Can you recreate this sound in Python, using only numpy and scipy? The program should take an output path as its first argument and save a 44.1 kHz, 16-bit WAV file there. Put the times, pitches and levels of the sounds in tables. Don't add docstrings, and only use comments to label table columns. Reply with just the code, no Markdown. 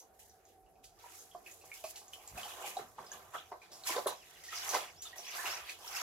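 import sys
import numpy as np
from scipy import signal
from scipy.fft import rfft, irfft, next_fast_len
from scipy.io import wavfile

SR = 44100
rng = np.random.default_rng(int(sys.argv[2]) if len(sys.argv) > 2 else 0)


def master_out(mix):
    frames = np.transpose(np.atleast_2d(mix))
    ceiling = np.clip(frames, -1, 1)
    pcm = np.round(ceiling * 32767).astype(np.int16)
    wavfile.write(sys.argv[1], SR, pcm)


N = 265462

# [f/Hz, relative band gain/dB]
AIR_SPECTRUM = [(25, -17), (45, -0.5), (100, -7), (200, -8.5), (260, -11.5), (380, -5.5), (580, -4),
                (760, -6), (1000, -15.5), (1600, -17.5), (3000, -29.5), (8500, -30), (12500, -23),
                (16500, -23)]
AIR_DB = -68.5
# [f/Hz, nominal width/Hz, rms level/dB]
PUMP_BANDS = [(45, 5.7, -84), (90.1, 10.6, -79.5), (376, 85, -77), (451, 33, -77), (702, 87, -73.5),
              (762.2, 19, -72.5), (837, 100, -80)]
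# [t/s, length/s, first f/Hz, last f/Hz, end level/dB]
BIRD_NOTES = [(4.14, .1, 3480, 2500, -66), (4.957, .07, 4300, 6060, -55), (5.05, .034, 3650, 3570, -50),
              (5.227, .071, 4300, 6040, -50), (5.328, .024, 3640, 3580, -55),
              (5.488, .072, 4250, 6000, -44), (5.788, .068, 4400, 6020, -62)]
RISING_GLIDE = [(0, 0), (.09, .13), (.3, .56), (.88, 1), (1, 1)]
DROOP_BEND = 2.6
CRESCENDO_DB_PER_S, NOTE_EDGE_S = 110, 0.006
# [f/Hz, correlation]
LIKENESS = [(40, 0.64), (250, 0.59), (600, 0.27), (1000, 0.33), (2000, 0.094), (4000, 0.0067),
            (12000, 0.067)]

SHELTER_T60_S, SHELTER_DB = 0.2, -11
TARP_CUT_HZ, OPEN_SIDE_HZ = 12000, 700
BIRD_ECHO_DB = -5

# [t/s, level/dB]
DRAG_SURGES = [(2.36, -60.5), (2.68, -68), (2.81, -60.5), (3.0, -64), (3.15, -66), (3.36, -73), (3.9, -68),
               (4.0, -70), (4.1, -72)]
DRAG_HZ = (108, 280)
DRAG_SWELL_S, DRAG_SINK_S = 0.038, 0.12
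# [t/s, level/dB]
BUMP_TOUCHES = [(2.316, -46), (2.335, -41), (2.352, -39.5)]
BUMP_HZ, BUMP_T60_S = 75.5, 0.029
# [f/Hz, level/dB, t60/s]
TUB_MODES = [(331.6, -4, 0.031), (398, -1.5, 0.048), (506, -2, 0.052), (598.5, 4.5, 0.029), (742, 4, 0.047),
             (853, -1.5, 0.065), (1030, 4.5, 0.035), (1191, -1, 0.05), (1565, -11.5, 0.071)]

# [t/s, level/dB, f/Hz, t60 of the stir/s, spatter level/dB]
DROPS = [(0.0024, -44, 6180, 0.11, -22), (0.192, -61, 5200, .084, -11), (0.2962, -51, 6000, .087, -23),
         (0.4528, -51.5, 6530, .17, -14), (0.6629, -66, 2800, .12, -11), (0.756, -63, 2540, 0.1, -11),
         (0.843, -50, 4600, 0.096, -1), (1.12, -60, 6730, .11, -8), (1.191, -42, 6300, .13, -21),
         (1.3134, -50, 3250, .13, -18), (1.463, -39.5, 2580, .12, -19), (1.5128, -38.5, 6800, 0.06, -23),
         (1.6126, -53.5, 2600, 0.14, -4), (1.716, -36, 2290, .088, -23), (1.84, -41, 2505, 0.16, -3),
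         (1.958, -45.5, 2860, 0.12, 2), (2.0805, -39.5, 6700, 0.06, -29), (2.1336, -37, 3060, .07, -10),
         (2.2752, -32.5, 7330, .066, -18), (2.3758, -36, 2540, 0.13, -12), (2.4314, -36, 3050, 0.14, -9),
         (2.7683, -36, 3910, .071, -10), (3.0653, -42.5, 4970, .061, -12), (3.117, -31.5, 6500, .056, -29),
         (3.617, -45.5, 2350, 0.21, -14), (3.7179, -42.5, 5360, 0.29, -8), (3.837, -39, 4130, 0.062, -11),
         (3.8703, -30, 5270, 0.11, -5), (3.9627, -33.5, 3580, .079, -12),
         (4.0713, -29.5, 3880, 0.16, -16.5), (4.069, -20, 10100, 0.043, -35),
         (4.3594, -48.5, 2820, 0.099, -24), (4.437, -47.5, 2000, 0.26, 1), (4.6916, -26, 6070, 0.13, -8.5),
         (4.7452, -29.5, 2100, .14, -5), (5.022, -31.5, 7050, 0.11, -11), (5.1826, -32.5, 5800, 0.12, -16),
         (5.456, -27.5, 2730, 0.23, -15), (5.6946, -32, 2435, 0.074, -9), (5.878, -34, 5500, 0.076, -17),
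         (5.9646, -29.5, 2630, 0.12, -30)]
DROP_CYCLES = 38
SPATTER_HZ = (3800, 12300)
# [t/s, level/dB, starting f/Hz, share of tub wall 0-1]
GULPS = [(1.039, -47, 930, .2), (1.057, -45, 916, 0.42), (1.348, -34, 685, 0.4), (1.634, -49, 1086, 0.8),
         (1.84, -31.5, 636, .45), (2.014, -47, 770, 0.62), (2.377, -40.5, 727, 0.05),
         (2.454, -42, 814, 0.1), (2.639, -33.5, 803, 0.5), (2.768, -27.5, 740, 0.29),
         (2.794, -38, 416, 0.3), (2.814, -49, 700, 0.8), (2.982, -37.5, 868, 0.46),
         (3.115, -45.5, 1630, 0.18), (3.348, -32.5, 1270, 0.37), (3.516, -35, 893, 0.5),
         (3.534, -44, 910, 0.5), (3.892, -30, 978, 0.42), (3.905, -38, 327, 0.4), (3.962, -26.5, 460, .45),
         (3.979, -30.5, 546, .35), (4.059, -25.5, 583, 0.34), (4.06, -30, 393, 0.26),
         (4.079, -47, 1010, .26), (4.124, -41, 920, 0.37), (4.484, -44, 1836, .07),
         (4.526, -36.5, 1272, 0.2), (4.747, -24.5, 1030, 0.42), (5.052, -48.5, 1275, .35),
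         (5.13, -43.5, 1865, .22), (5.189, -41, 670, 0.37), (5.389, -34.5, 1706, 0.38),
         (5.441, -34, 980, 0.5), (5.844, -48.5, 930, 0.1)]
GULP_T60_S = 0.045

# [peak t/s, swell by 20 dB/s, sink by 20 dB/s,
#            slosh level/dB, fizz level/dB, spray level/dB, churn on the wall level/dB]
# Swells under 0.003 s and sinks under 0.02 s, negatives too, are raised to those limits.
SPLASHES = [(0.002, 10, .085, -94.5, -76, -58.5, -93), (0.14, -1.5, 0.46, -84, -85, -71, -88),
            (0.193, -0.1, 0.19, -95, -66, -57.5, -90), (0.5, 0.2, 0.14, -95, -75, -72, -93),
            (0.843, .012, -0.03, -95, -58, -58, -95), (0.99, -0.02, 0.8, -73, -65, -66, -95),
            (1.06, 0.12, 0.13, -60, -62, -76, -95), (1.15, 0.1648, 0.26, -65, -82, -52, -95),
            (1.35, .01, 0.7, -70.5, -78, -75, -70.5), (1.471, 0.03, 0.08, -82, -57.5, -57, -98),
            (1.519, 0.12, 0.2, -88, -66.5, -56.5, -95), (1.645, 0, 1, -69.5, -69, -60.5, -95),
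            (1.74, -0.17, 0.2, -67, -58, -53, -91), (1.84, -0.05, -0.1, -66, -58, -51, -90),
            (1.91, 0.07, -0.04, -75.5, -62.5, -47.5, -95), (1.98, 0.09, -0.46, -61.5, -60.5, -63, -93),
            (2.137, .02, -0.77, -62, -53, -50.5, -95), (2.29, 0.61, 0.7, -69, -66.5, -59, -63),
            (2.381, 0.0535, .3, -50, -50.5, -49, -54.5), (2.5, 0.1, 0.37, -57.5, -55, -55, -75),
            (2.58, 0.18, 0.43, -56, -68, -56, -52), (2.674, 0.1, 0.1362, -59, -43.5, -44, -49),
            (2.789, -0.03, 0.09, -48, -51, -58.5, -52.5), (2.986, .006, .12, -53, -64, -73, -48),
            (3.03, 0.13, 0.2, -66, -61, -62.5, -74), (3.131, 0.06, 0.29, -56.5, -60, -56, -56.5),
            (3.348, 0.02, 0.06, -40, -55, -53.5, -52), (3.36, 0.12, 0.27, -60, -57.5, -59, -69),
            (3.519, .005, .065, -53, -64, -72, -46), (3.62, .015, 0.7, -68, -64.5, -76, -67.5),
            (3.72, .012, .6, -70, -65, -63, -63), (3.871, .025, 0.1943, -45, -42.5, -38, -65),
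            (3.919, 0.05, 0.1458, -44.5, -39.5, -49, -48), (3.979, 0.05, 0.04, -40.5, -45.5, -50, -37),
            (4.062, .005, .07, -46, -55, -66, -35), (4.074, .007, .06, -40, -42, -39, -44),
            (4.12, 0.16, 0.1, -63, -52, -61, -53), (4.35, 0.8, 0.6, -67.5, -61, -61.5, -83),
            (4.53, 0.03, 0.21, -51.5, -44.5, -48, -75), (4.579, 0.1159, 0.32, -56.5, -42, -51, -76),
            (4.682, 0.13, 0.2145, -45, -44, -43, -54.5), (4.748, 0.04, 0.0749, -34.5, -35.5, -40.5, -35),
            (4.83, 0.08, 0.1, -62, -49, -70, -51.5), (5.019, 0, 0.2, -90, -75.5, -57, -83),
            (5.07, .05, .25, -63, -54, -63, -65), (5.159, 0, 0.25, -67, -57, -52.5, -56),
            (5.28, 0.17, 0.54, -68, -47.5, -56.5, -66), (5.373, 0.0962, 0.22, -45.5, -43.5, -43.5, -59),
            (5.478, 0.06, 0.2141, -41, -38, -45, -49), (5.6, 0.06, -0.03, -55, -48, -60, -68),
            (5.696, 0.07, .12, -71, -48, -53.5, -66), (5.789, 0, .2, -76, -59.5, -60, -61.5),
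            (5.87, 0.1, 1.7, -63, -58, -54, -62), (5.969, 0.16, 0.9, -47, -41.5, -48, -63),
            (6.015, -0.05, -4, -37.5, -50, -61, -62)]
TRICKLE_DB = (-83, -87.5, -83.5, -101)
# [f/Hz, relative band gain/dB]
SLOSH_SPECTRUM = [(600, 7.5), (900, 6.5), (1300, 12.5), (1900, 4.5), (2600, -6)]
# [f/Hz, relative band gain/dB]
FIZZ_SPECTRUM = [(1500, -2.5), (2200, 4.5), (3200, 4), (4300, 0), (6000, 5), (7500, 1.5)]
# [f/Hz, relative band gain/dB]
SPRAY_SPECTRUM = [(3000, -12), (4500, -11), (6500, -7), (7500, -2), (9500, -7.5), (13000, -4.5),
                  (16500, -2)]

LEFT_DB, LEFT_LAG_SAMPLES = -2, 2
MIC_DIP_HZ, MIC_DIP_WIDTH_HZ, MIC_DIP_DB = 8490, 1400, -5
CUTOFF_HZ = 15830


def amp(db):
    return 10 ** (np.asarray(db) / 20)


def rms_one(x):
    return x / np.sqrt(np.mean(x ** 2) + 1e-20)


def at_hz(points, hz):
    table = np.array(points)
    return np.interp(np.log(hz), np.log(table[:, 0]), table[:, 1])


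def drift(rate_hz):
    step = 40
    pole = np.exp(-2 * np.pi * rate_hz * step / SR)
    noise = rng.standard_normal(N // step + 2002)
    slow = signal.lfilter([1], [1, -2 * pole, pole * pole], noise)[2000:]
    return np.interp(np.arange(N) / step, np.arange(len(slow)), rms_one(slow))


def ring(force, hz, t60):
    radius = amp(-60 / (t60 * SR))
    w = 2 * np.pi * hz / SR
    return signal.lfilter([0, np.sin(w)], [1, -2 * radius * np.cos(w), radius * radius], force + 1e-18)


def colour(source, spectrum, patchy_db):
    out = 0
    edges = 25 * 2 ** np.arange(0, 9.6, 0.4)
    lowest, highest = spectrum[0][0] / 1.2, spectrum[-1][0] * 1.2
    for k, (low, high) in enumerate(zip(edges, edges[1:])):
        hz = np.sqrt(low * high)
        if not lowest < hz < highest:
            continue
        band = signal.butter(2, [low, high], "band", fs=SR, output="sos")
        mid, side = signal.sosfilt(band, source)
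        alike = np.clip(at_hz(LIKENESS, hz), -1, 1)
        stereo = np.sqrt(1 + alike) * mid + np.sqrt(1 - alike) * side * [[1], [-1]]
        sign = (-1) ** k
        out = out + sign * amp(at_hz(spectrum, hz) + patchy_db * drift(5.8)) * stereo
    return rms_one(out)


def grains(per_s, spread_db):
    sizes = amp(spread_db * np.minimum(rng.exponential(1, (2, N)), 5))
    signs = rng.choice([-1, 1], (2, N))
    return sizes * signs * (rng.random((2, N)) < per_s / SR)


def add(out, start_s, piece):
    i = round(start_s * SR)
    out[i:i + len(piece)] += piece[:N - i]


def swell(peak_s, swell_s, sink_s):
    t = np.arange(0, N, 32) / SR - peak_s
    return amp(40 * np.minimum(t / max(swell_s, 0.003), -t / max(sink_s, 0.02)))


def surges(shapes, db):
    power = amp(db) ** 2 @ np.array(shapes)
    return np.interp(np.arange(N), np.arange(0, N, 32), np.sqrt(power))


def air():
    return amp(AIR_DB) * colour(rng.standard_normal((2, N)), AIR_SPECTRUM, patchy_db=5.0)


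def pump():
    out = np.zeros(N)
    for hz, width_hz, db in PUMP_BANDS:
        t60 = 2.1 / width_hz
        hum = ring(ring(rng.standard_normal(N), hz, t60), hz, t60)
        out += amp(db) * rms_one(hum)
    return out


def bird():
    out = np.zeros(N)
    pitch_flutter, level_flutter = drift(90), drift(90)
    for s, length_s, first_hz, last_hz, end_db in BIRD_NOTES:
        at = np.arange(round(s * SR), round((s + length_s) * SR))
        u = np.linspace(0, 1, len(at))
        if last_hz > first_hz:
            glide = np.interp(u, *np.transpose(RISING_GLIDE))
        else:
            glide = u ** DROOP_BEND
        pitch = (first_hz + (last_hz - first_hz) * glide) * (1 + 0.011 * pitch_flutter[at])
        edges = np.clip(np.minimum(u, 1 - u) * length_s / NOTE_EDGE_S, 0, 1)
        db = end_db - CRESCENDO_DB_PER_S * length_s * (1 - u) + 2.5 * level_flutter[at]
        out[at] = np.sqrt(2) * edges * amp(db) * np.sin(2 * np.pi * np.cumsum(pitch) / SR)
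    return out


def shelter(x):
    size = next_fast_len(N + SR)
    hz = np.arange(size // 2 + 1) / size * SR
    dull = 1 / (1 + 1j * hz / TARP_CUT_HZ)
    bass_loss = hz / (hz - 1j * OPEN_SIDE_HZ)
    spectrum = rfft(x, size)
    sides = []
    for delays_s in rng.uniform(0.006, 0.03, (2, 8)):
        echoes = 0
        for k, delay_s in enumerate(delays_s):
            one_round = amp(-60 * delay_s / SHELTER_T60_S) * dull * np.exp(-2j * np.pi * hz * delay_s)
            echoes = echoes + (-1) ** k * one_round / (1 - one_round)
        sides.append(irfft(spectrum * echoes * bass_loss, size)[:N])
    return np.array(sides)


def drag():
    shapes = [swell(s, DRAG_SWELL_S, DRAG_SINK_S) for s, db in DRAG_SURGES]
    gain = surges(shapes, np.transpose(DRAG_SURGES)[1])
    lows = signal.butter(2, DRAG_HZ, "band", fs=SR, output="sos")
    return gain * rms_one(signal.sosfilt(lows, grains(900, 1.5)[0]))


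def bump():
    clicks = np.zeros(N)
    for s, db in BUMP_TOUCHES:
        clicks[round(s * SR)] = amp(db)
    return ring(clicks, BUMP_HZ, BUMP_T60_S)


def tub(force):
    out = 0
    for k, (hz, db, t60) in enumerate(TUB_MODES):
        out = out + (-1) ** k * amp(db) * ring(force, hz, t60)
    return out


def splashing():
    shapes = [swell(*row[:3]) for row in SPLASHES]
    levels = np.transpose(SPLASHES)[3:]
    return [np.hypot(surges(shapes, db), amp(least_db)) for db, least_db in zip(levels, TRICKLE_DB)]


def churn():
    slaps = grains(700, 2.2)[0]
    return splashing()[3] * rms_one(tub(slaps))


def pocket(hz, t60, rise, swell_s, hold):
    t = np.arange(int(0.25 * SR)) / SR
    shape = (1 - np.exp(-t / swell_s)) * amp(-60 * (t / t60) ** hold)
    return t, shape / shape.max() * np.sin(2 * np.pi * hz * (t + rise * t * t / t60))


def drops():
    out = np.zeros(N)
    band = signal.butter(2, SPATTER_HZ, "band", fs=SR)
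    for s, db, hz, stir_t60, spatter_db in DROPS:
        t, tone = pocket(hz, DROP_CYCLES / hz, rise=0.04, swell_s=0.001, hold=1.1)
        stir = rng.standard_normal(len(t)) * amp(-60 * t / stir_t60)
        cluster = ring(ring(stir, hz, 0.66 * DROP_CYCLES / hz), hz, 6.3 / hz)
        cluster = cluster / np.abs(cluster).max()
        tick = 1.6 * amp(-60 * t / 0.0012)
        burst = amp(-60 * t / (2.5 * stir_t60)) + tick
        spatter = signal.lfilter(*band, rng.standard_normal(len(t)) * burst)
        add(out, s, amp(db) * (0.5 * tone + 0.46 * cluster + amp(spatter_db) * spatter))
    return out


def gulps():
    out = np.zeros(N)
    for s, db, hz, wall in GULPS:
        t, tone = pocket(hz, GULP_T60_S, rise=0.075, swell_s=0.0018, hold=1.33)
        drum = tub(rng.standard_normal(len(t)) * amp(-60 * t / (1.14 * GULP_T60_S)))
        drum = drum / np.abs(drum).max()
        share = np.clip(wall, 0, 1)
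        add(out, s, amp(db) * ((1 - share) * tone + share * drum))
    return out


def bubbles(per_s, low_hz, high_hz, cycles):
    clicks = grains(per_s, 0.66)
    dealt = rng.integers(0, 9, N)
    out = 0
    for k, hz in enumerate(np.geomspace(low_hz, high_hz, 9)):
        t60 = cycles / hz
        ringing = ring(clicks * (dealt == k), hz, t60)
        out = out + rms_one(ring(ringing, hz, 0.081 * t60))
    return rms_one(out)


def water():
    gurgles = amp(-3) * bubbles(80, 800, 2300, 45.0)
    plips = amp(-3) * bubbles(200, 1900, 6000, 60.0)
    slosh = colour(bubbles(1100, 708, 2466, 36.0) + gurgles, SLOSH_SPECTRUM, patchy_db=0.0)
    fizz = colour(bubbles(3500, 1717, 6700, 16.7) + plips, FIZZ_SPECTRUM, patchy_db=4.5)
    spurts = grains(14000, 1.9) * amp(1.55 * drift(66))
    spray = colour(spurts, SPRAY_SPECTRUM, patchy_db=-1.05)
    slosh_gain, fizz_gain, spray_gain, _ = splashing()
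    return slosh_gain * slosh + fizz_gain * fizz + spray_gain * spray


def scene():
    near = drag() + bump() + churn() + drops() + gulps()
    song = bird()
    sources = near + song + pump()
    direct = np.array([np.roll(sources, LEFT_LAG_SAMPLES), sources])
    echoes = amp(SHELTER_DB) * shelter(near + amp(BIRD_ECHO_DB) * song)
    balance = amp([[LEFT_DB / 2], [-LEFT_DB / 2]])
    return (direct + echoes + water() + air()) * balance


def record(dry):
    peak = signal.iirpeak(MIC_DIP_HZ, MIC_DIP_HZ / MIC_DIP_WIDTH_HZ, fs=SR)
    dipped = dry + (amp(MIC_DIP_DB) - 1) * signal.lfilter(*peak, dry)
    bass_cut = signal.sosfilt(signal.butter(3, 36.0, "high", fs=SR, output="sos"), dipped)
    top_cut = signal.ellip(14, 0.5, 75, CUTOFF_HZ, fs=SR, output="sos")
    return signal.sosfilt(top_cut, bass_cut)


dry = scene()
out = record(dry)
master_out(out)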